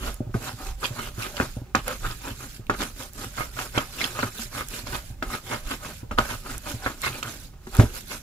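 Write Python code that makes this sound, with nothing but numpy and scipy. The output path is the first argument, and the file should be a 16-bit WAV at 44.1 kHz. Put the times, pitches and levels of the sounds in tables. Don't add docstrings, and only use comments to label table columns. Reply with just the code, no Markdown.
import sys
import numpy as np
from scipy import signal
from scipy.fft import rfft, irfft, next_fast_len
from scipy.io import wavfile
from scipy.ndimage import uniform_filter1d

SR = 44100
rng = np.random.default_rng(int(sys.argv[2]) if len(sys.argv) > 2 else 0)


def transcribe(u):
    v = np.clip(np.atleast_2d(u).T, -1, 1)
    q = np.round(v * 32767).astype(np.int16)
    wavfile.write(sys.argv[1], SR, q)


def linear_from_db(decibels):
    return 10 ** (np.asarray(decibels, float) / 20)


N = 362489

# (time [s], clay ring peak [dB], table thud re ring [dB], crack re ring [dB])
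KNOCKS = [(0.342, -22, -1.5, -30), (0.845, -32, -13, -7), (1.4, -9.5, -3, -29), (1.749, -6, -7.5, -7.5),
          (1.879, -22, -16, -3), (2.697, -9.5, -5.5, -19), (2.805, -18.5, -11, -10),
          (3.407, -14.5, -30, -41), (3.571, -28.5, -11, -17), (3.59, -19, -25, -9), (3.777, -6.5, -21, -10),
          (4.009, -21.5, -9.5, -22), (4.19, -15.5, -20, -11), (4.23, -12.5, -7.5, -24),
          (4.55, -26, -33, -19), (4.869, -26.5, -6, -6), (5.225, -13.5, -13, -24), (5.342, -22.5, -36, -18),
          (5.526, -19, -21, -25), (6.111, -21, -3, -16), (6.178, -23, -15, -26), (6.186, -5.5, -8, -13),
          (6.862, -11.5, -12, -41), (7.228, -23.5, -18, 0.5), (7.669, -37, 2, -3), (7.787, -34, 7, -19),
          (7.797, -9.5, 1, -26), (3.787, -14.5, -11, -28), (4.237, -19.5, -8, -22), (1.411, -13, -11, -27)]
# (frequency [Hz], level [dB], T60 [s], left port lead [rad])
MORTAR = [(458, -3, 0.01, 0.9), (605, -9.5, 0.05, -1.78), (763, -11, 0.02, -0.63), (960, -3, 0.018, 2),
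          (1130, -0.5, 0.016, 0.87), (1256, 0, 0.038, 1.58), (1371, 10, 0.0095, 1.47),
          (1510, -1, 0.025, 1.5), (1650, -4.5, 0.043, 3), (2166, 0.5, 0.02, 4), (2520, 0, 0.012, 5.5),
          (2940, 1, 0.0065, 17.5)]
# (frequency [Hz], level [dB], T60 [s], left port lead [rad])
TABLE = [(69, -1, 0.19, 0.05), (116, 8.5, 0.14, 0.11), (207, 4, 0.012, 0.069), (227.6, -2, 0.079, 0.04),
         (264.7, -2, 0.047, 0.21), (364.4, -8, 0.065, 0.042), (519, -14, 0.065, 0.03),
         (584.4, -13, 0.1, 0.051), (758, -12.5, 0.04, 0.028)]
GRIT_FADE_DB = 24


def level(x, db):
    return x * linear_from_db(db) / np.sqrt(np.mean(x ** 2))


def bandpass(x, low_hz, high_hz, order=2):
    sos = signal.butter(order, [low_hz, high_hz], "band", fs=SR, output="sos")
    return signal.sosfilt(sos, x)


def colour(x, table):
    hz, db = np.transpose(table)
    size = next_fast_len(N)
    f = np.maximum(np.arange(size // 2 + 1) * SR / size, 1)
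    gain = linear_from_db(np.interp(np.log(f), np.log(hz), db))
    return irfft(rfft(x, size) * gain, size)[..., :N]


def flicker(per_s):
    k = int(SR / per_s)
    held = np.repeat(rng.standard_normal(N // k + 1), k)
    return uniform_filter1d(held, k)[:N] * 0.86


def patchy(x, patch_db):
    spectrum = signal.stft(x, nperseg=512)[2]
    clumps = uniform_filter1d(rng.standard_normal(spectrum.shape[1:]), size=7, axis=0)
    clumps = uniform_filter1d(clumps, size=3, axis=1)
    gain = linear_from_db(patch_db * clumps / clumps.std())
    return signal.istft(spectrum * gain, nperseg=512)[1][:, :N]


def even(x):
    even_s = 0.15
    power = uniform_filter1d(np.mean(x ** 2, axis=0), int(even_s * SR))
    return x / np.sqrt(power + 1e-18)


def swells(s, rise_s, fall_s, db, fade_db, rest_db):
    fade_power = 1.477
    s, rise_s, fall_s, db = (np.reshape(v, (-1, 1)) for v in (s, rise_s, fall_s, db))
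    step = np.arange(0, N / SR, .002)
    late = step - s
    part = np.abs(late) / np.where(late < 0, rise_s, fall_s)
    power = linear_from_db(rest_db) ** 2 + np.sum(linear_from_db(db - fade_db * part ** fade_power) ** 2, axis=0)
    return np.interp(np.arange(N) / SR, step, np.sqrt(power))


def ticks(per_s, scatter_db):
    hit = rng.random(N) < per_s / SR
    size_db = scatter_db * np.minimum(rng.exponential(size=N), 4)
    return hit * rng.standard_normal(N) * linear_from_db(size_db)


def soften(force, ms):
    return np.convolve(force, np.hanning(int(ms * SR / 1000) + 3))[:len(force)]


def ring(force, modes, patch_db=None):
    out = 0
    for hz, db, t60, lead in modes:
        pole = np.exp(2j * np.pi * hz / SR - np.log(1000) / (t60 * SR))
        if patch_db:
            db = db + patch_db * flicker(14)
            lead = lead + min(hz / 2400, 1.2) * flicker(8.3)
        z = signal.lfilter([1], [1, -pole], linear_from_db(db) * force)
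        out = out + np.array([(z * np.exp(1j * lead)).imag, z.imag])
    return out


def blow(force, modes, chance, peak_db, in_step=3):
    signs = np.sign(chance[-len(modes):] + in_step)
    sizes = signs * linear_from_db(3 * chance[:len(modes)])
    sound = sum(size * ring(force, [mode]) for size, mode in zip(sizes, modes))
    return sound * linear_from_db(peak_db) / np.abs(sound.mean(axis=0)).max()


def add(out, sound, s):
    i = int(s * SR)
    out[:, i:i + sound.shape[1]] += sound[:, :N - i]


def kitchen():
    # (frequency [Hz], density [dB per Hz])
    air_spectrum = [(12, -14), (20, 11), (146, 5), (234, -6), (328, -16), (642, -20), (718, -34),
                    (780, -16), (976, -36), (1440, -22), (1760, -24), (14700, -25.5), (16000, -13.5)]
    kitchen_db = -51
    air = colour(rng.standard_normal((3, N)), air_spectrum)
    bass = signal.sosfilt(signal.butter(2, 500, fs=SR, output="sos"), air)
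    treble = air - bass
    swell = linear_from_db(1.2 * flicker(6))
    return swell * linear_from_db(kitchen_db) * (bass[2] + treble[:2]) / treble.std()


def sway():
    # (time [s], level [dB])
    bass_swells = [(0.04, -27), (0.35, -40), (0.7, -33.5), (1.09, -37), (1.4, -48), (1.53, -38.5), (1.83, -39),
                   (2.06, -32.5), (2.35, -43.5), (2.5, -49), (2.73, -37.5), (2.87, -41), (3.43, -39), (3.8, -45),
                   (4.28, -41), (4.95, -39.5), (5.08, -44), (5.27, -35.5), (5.65, -35.5), (6.19, -35), (6.4, -45),
                   (6.57, -39), (7.8, -30)]
    rise_s, fall_s, fade_db, rest_db, sway_db = 0.076, 0.1, 9.5, -46.5, 2
    rumble = bandpass(rng.standard_normal(N), 20, 55, order=3)
    s, db = np.transpose(bass_swells)
    return swells(s, rise_s, fall_s, db + sway_db, fade_db, rest_db) * level(rumble, -1.4)


def pops():
    # (time [s], peak [dB], lower treble re peak [dB])
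    snaps = [(0.143, -21, -27), (1.751, -43, 4), (1.8798, -10, -3), (2.699, -38, 18), (2.668, -34.5, 10),
             (2.77, -25, -17), (2.8105, -24, -8), (3.1338, -24, -16), (4.6743, -27, -16),
             (4.686, -13.5, -23), (4.8673, -26, -5), (4.9432, -32, -7), (4.9635, -17, -12),
             (5.227, -27.5, 20), (5.697, -33, -10), (5.7116, -19.5, -10), (6.1857, -20, 22),
             (6.5803, -14, -22), (7.018, -12.5, -13), (7.0527, -27, 13), (7.228, -23.5, 14),
             (7.669, -35, -11), (7.7505, -15.5, -3), (7.7675, -14, 1), (7.9563, -21, -2)]
    out, t = np.zeros((2, N)), np.arange(SR // 50) / SR
    for s, peak_db, body_db in snaps:
        burst = rng.standard_normal((2, len(t))) * np.exp(-t / 0.001)
        top = bandpass(burst, 7400, 14000)
        body = bandpass(burst, 2380, 3900)
        add(out, 0.87 * linear_from_db(peak_db) * (top + linear_from_db(body_db) * body), s)
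    return out


def thumps():
    # (time [s], peak [dB], push length [ms])
    rocks = [(0.205, -16, 1.92), (0.267, -25.5, 4.1), (0.294, -30, 3.6), (0.349, -13.5, 3.27),
             (0.534, -29, 4.8), (0.906, -25.5, 3.3), (1.18, -25.5, 3.5), (1.567, -21.5, 2.56),
             (1.616, -27, 4.2), (2.308, -27.5, 4.8), (2.594, -28, 3.5), (3.262, -29, 5.2),
             (4.455, -35.5, 3.1), (4.834, -30.5, 4.9), (5.102, -30.5, 5), (6.03, -28.5, 4.2),
             (6.74, -23.5, 4.9), (7.788, -2.5, 5.4), (7.81, -11.5, 3.2), (7.834, -13.5, 4.8)]
    held_share = .7
    rebound, rebound_pushes = 0.67, 1.124
    out, t = np.zeros((2, N)), np.arange(SR // 4) / SR
    held = [(hz, db, t60 * held_share, lead) for hz, db, t60, lead in TABLE]
    for s, peak_db, push_ms in rocks:
        chance = rng.standard_normal(len(t))
        push = np.diff(soften(t == 0, max(push_ms, .5)), prepend=0)
        push = push - rebound * np.roll(push, int(rebound_pushes * push_ms * SR / 1000))
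        rattle = soften(chance * np.exp(-t / 0.024), 1.67)
        sound = blow(-push, held, chance, peak_db)
        sound += blow(rattle, MORTAR, chance, peak_db - 16.5, in_step=.3)
        add(out, sound, s)
    return out


def knocks():
    spread_ms, spread_per_crack_ms, crack_ms = 5, -0.14, 3.45
    thud_late_s, thud_bass_db = 0.00302, -13
    out, t = np.zeros((2, N)), np.arange(SR // 7) / SR
    board = [(hz, db + thud_bass_db * (hz < 150), *rest) for hz, db, *rest in TABLE]
    for s, peak_db, thud_db, crack_db in KNOCKS:
        spray_ms = max(spread_ms + spread_per_crack_ms * crack_db, .3)
        chance = rng.standard_normal((4, len(t)))
        contacts = np.exp(-t * 1000 / spray_ms) * chance[0] * (np.abs(chance[1]) > 2.3)
        contacts[0] = -2.4
        sound = blow(soften(contacts, 0.41), MORTAR, chance[1], peak_db, in_step=.3)
        thud = np.diff(soften(t == t[int(thud_late_s * SR)], 1.92), prepend=0)
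        sound += blow(-thud, board, chance[2], peak_db + thud_db)
        late = np.maximum(t - crack_ms / 1000, 0)
        snap = np.exp(-late / 0.0022) + 0.025 * np.exp(-late / 0.031)
        snap *= np.minimum(late / 0.00082, 1)
        crack = 1.54 * bandpass(chance[2:], 2000, 8000) * snap
        add(out, sound + crack * linear_from_db(peak_db + crack_db), s)
    return out


def effort():
    # (fastest [s], speed-up [s], slow-down [s], grit on clay [dB], paste hiss [dB])
    strokes = [(0.47, 0.079, 0.068, -36, -41), (0.853, 0.049, 0.047, -34, -39.5),
               (1.232, 0.082, 0.1, -38, -41.5), (1.909, 0.074, 0.084, -36.5, -42.5),
               (2.279, 0.092, 0.065, -40, -43.5), (2.825, 0.061, 0.071, -34, -38.5),
               (3.215, 0.067, 0.097, -44, -41.5), (3.606, 0.069, 0.084, -38.5, -39),
               (4.042, 0.14, 0.11, -40.5, -39), (4.416, 0.092, 0.062, -49, -38.5),
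               (4.768, 0.08, 0.056, -41, -38), (5.348, 0.077, 0.046, -35.5, -40.5),
               (5.72, 0.071, 0.06, -35, -40.5), (6.299, 0.095, 0.111, -38, -41),
               (6.703, 0.072, 0.071, -37.5, -39), (7.061, 0.053, 0.051, -30.5, -38.5),
               (7.289, 0.078, 0.098, -39.5, -42.5), (7.799, 0.1, 0.13, -38.5, -42),
               (8.128, 0.064, 0.068, -42.5, -40),
               (0.071, 0.096, 0.082, -38, -42.5), (0.671, 0.12, 0.065, -43.5, -44.5),
             (1.045, 0.15, 0.063, -37.5, -42.5), (1.398, 0.091, 0.12, -41, -43),
             (2.077, 0.088, 0.1, -37, -42), (2.431, 0.1, 0.075, -50, -46),
             (3.019, 0.072, 0.069, -46.5, -42.5), (3.411, 0.078, 0.074, -36, -40),
             (3.783, 0.059, 0.087, -33, -41), (4.219, 0.13, 0.096, -35.5, -41),
             (4.584, 0.068, 0.067, -34.5, -39.5), (4.949, 0.1, 0.061, -37, -40.5),
             (5.525, 0.086, 0.093, -36, -41.5), (5.859, 0.053, 0.084, -38, -45.5),
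             (6.511, 0.077, 0.078, -38, -42.5), (6.871, 0.083, 0.098, -39.5, -44.5),
             (7.182, 0.21, 0.039, -42.5, -44.5), (7.969, 0.048, 0.059, -49, -40.5)]
    # (time [s], grit [dB], paste [dB])
    landings = [
        (0.354, -65, -52),
        (1.767, -40, -49.5),
        (2.711, -39, -65),
        (5.238, -48, -57),
        (6.194, -31.5, -45),
    ]
    # (time [s], paste [dB])
    lifts = [
        (1.572, -55),
        (2.55, -48.5),
        (5.088, -52),
        (5.98, -50.5),
        (7.45, -51),
    ]
    skid_rise_s, skid_fall_s, skid_early_s = 0.0076, 0.1, 0.01
    drag_s, lift_s, drag_grit_db = .24, 0.048, -53
    paste_fade_db, table_fade_db = 11, 17.5
    grit_gain_db, paste_gain_db, grit_rest_db, table_rest_db = 4.5, 1.5, -63.5, -57
    table_db, table_per_grit = -37.5, 0.46
    shake_db, shake_s = -8.5, 0.051

    skids = [(s - skid_early_s, skid_rise_s, skid_fall_s, grit_db, paste_db)
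             for s, grit_db, paste_db in landings]
    drags = [(s, drag_s, lift_s, paste_db + drag_grit_db, paste_db) for s, paste_db in lifts]
    s, rise_s, fall_s, grit_db, paste_db = np.transpose(strokes + skids + drags)
    grit = swells(s, rise_s, fall_s, grit_db + grit_gain_db, GRIT_FADE_DB, grit_rest_db)
    paste = swells(s, rise_s, fall_s, paste_db + paste_gain_db, paste_fade_db, -90)
    push_db = table_db + table_per_grit * (grit_db + 40.5)
    push = swells(s, rise_s, fall_s, push_db, table_fade_db, table_rest_db)
    hit_s, peak_db, thud_db, _ = np.transpose(KNOCKS)
    shake = swells(hit_s + 0.0023, 0.003, shake_s, peak_db + thud_db + shake_db, table_fade_db, -90)
    return grit, paste, np.hypot(push, shake)


def grinding():
    # (frequency [Hz], density [dB per Hz])
    paste_spectrum = [(880, -34), (1500, -6), (1870, -12.5), (2590, -10), (3250, -12.5), (3480, -9.5),
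                      (5830, -11), (8490, -9.5), (11900, -9), (14900, -14.5), (16000, -16)]
    # (time [s], level [dB])
    seed_bursts = [(.455, -33.5), (.855, -22), (1.231, -22), (1.37, -28.5), (2.275, -41), (2.815, -25),
                   (3.225, -34), (3.595, -23), (3.99, -29), (4.014, -16.5), (4.049, -23.5), (4.87, -32.5),
                   (5.33, -29), (5.5, -46), (7.045, -25.5)]
    seed_rise_s, seed_fall_s, seed_gain_db = 0.021, 0.031, 3
    grit, paste, push = effort()
    catch = flicker(80)

    contacts = linear_from_db(5.4 * catch) * soften(ticks(2600, 1.7), .12)
    clay = grit * even(ring(contacts, MORTAR, patch_db=8.0))
    clay = level(clay, -0.18) * np.sqrt(np.mean(grit ** 2))

    seed_s, seed_db = np.transpose(seed_bursts)
    seeds = swells(seed_s, seed_rise_s, seed_fall_s, seed_db + seed_gain_db, GRIT_FADE_DB, -90)
    crush = np.array([ticks(830, 3.0) for port in range(2)])
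    crush = level(patchy(bandpass(crush, 1900, 4500), 5.6), -10.0)
    crunch = np.hypot(grit, seeds) * linear_from_db(3.05 * catch) * crush

    grains = ticks(5000, 6.0)
    hiss = 0.38 * np.array([np.roll(grains, 4), grains]) / grains.std()
    hiss = hiss + rng.standard_normal((2, N))
    hiss = level(patchy(colour(hiss, paste_spectrum), 2.8), 0)
    hiss = paste * linear_from_db(0.44 * catch + 1.56 * flicker(300) + 3.5) * hiss

    rub = linear_from_db(2.7 * catch) * np.diff(rng.standard_normal(N + 1))
    table = push * even(ring(rub, TABLE, patch_db=9.5))
    table = level(table, -1.07) * np.sqrt(np.mean(push ** 2))
    return clay + crunch + hiss + table


def scene():
    room_t60_s, room_db = 0.15, -16.5
    near = grinding() + knocks() + thumps() + pops()
    t = np.arange(SR // 3) / SR
    walls = rng.standard_normal((2, len(t))) * linear_from_db(-60 * t / room_t60_s) * (t > .003)
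    walls = bandpass(walls, 800, 6000)
    walls *= linear_from_db(room_db) / np.sqrt(np.sum(walls ** 2, axis=1, keepdims=True))
    echo = signal.fftconvolve(near, walls, axes=1)[:, :N]
    return near + echo + kitchen() + sway()


def top_cut(x):
    return signal.sosfilt(signal.butter(12, 16450, fs=SR, output="sos"), x)


def record(dry):
    # (frequency [Hz], left minus right [dB])
    port_tilt = [(60, -3), (110, -2), (200, 1), (380, 1.5), (700, 0), (1290, -0.5), (2380, -2),
                 (4400, -4.5), (8120, -8), (15000, -6.5)]
    # (frequency [Hz], level [dB])
    treble_dip = [(7600, 0), (8500, -7.5), (9300, -3.5)]
    top_hz = 15550
    left = colour(dry[0], [(hz, db / 2) for hz, db in port_tilt])
    right = colour(dry[1], [(hz, -db / 2) for hz, db in port_tilt])
    ports = np.clip(colour(np.array([left, right]), treble_dip), -.95, .95)
    cut = signal.sosfilt(signal.ellip(10, .2, 60, top_hz, fs=SR, output="sos"), ports)
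    return top_cut(cut)


dry = scene()
out = record(dry)
transcribe(out)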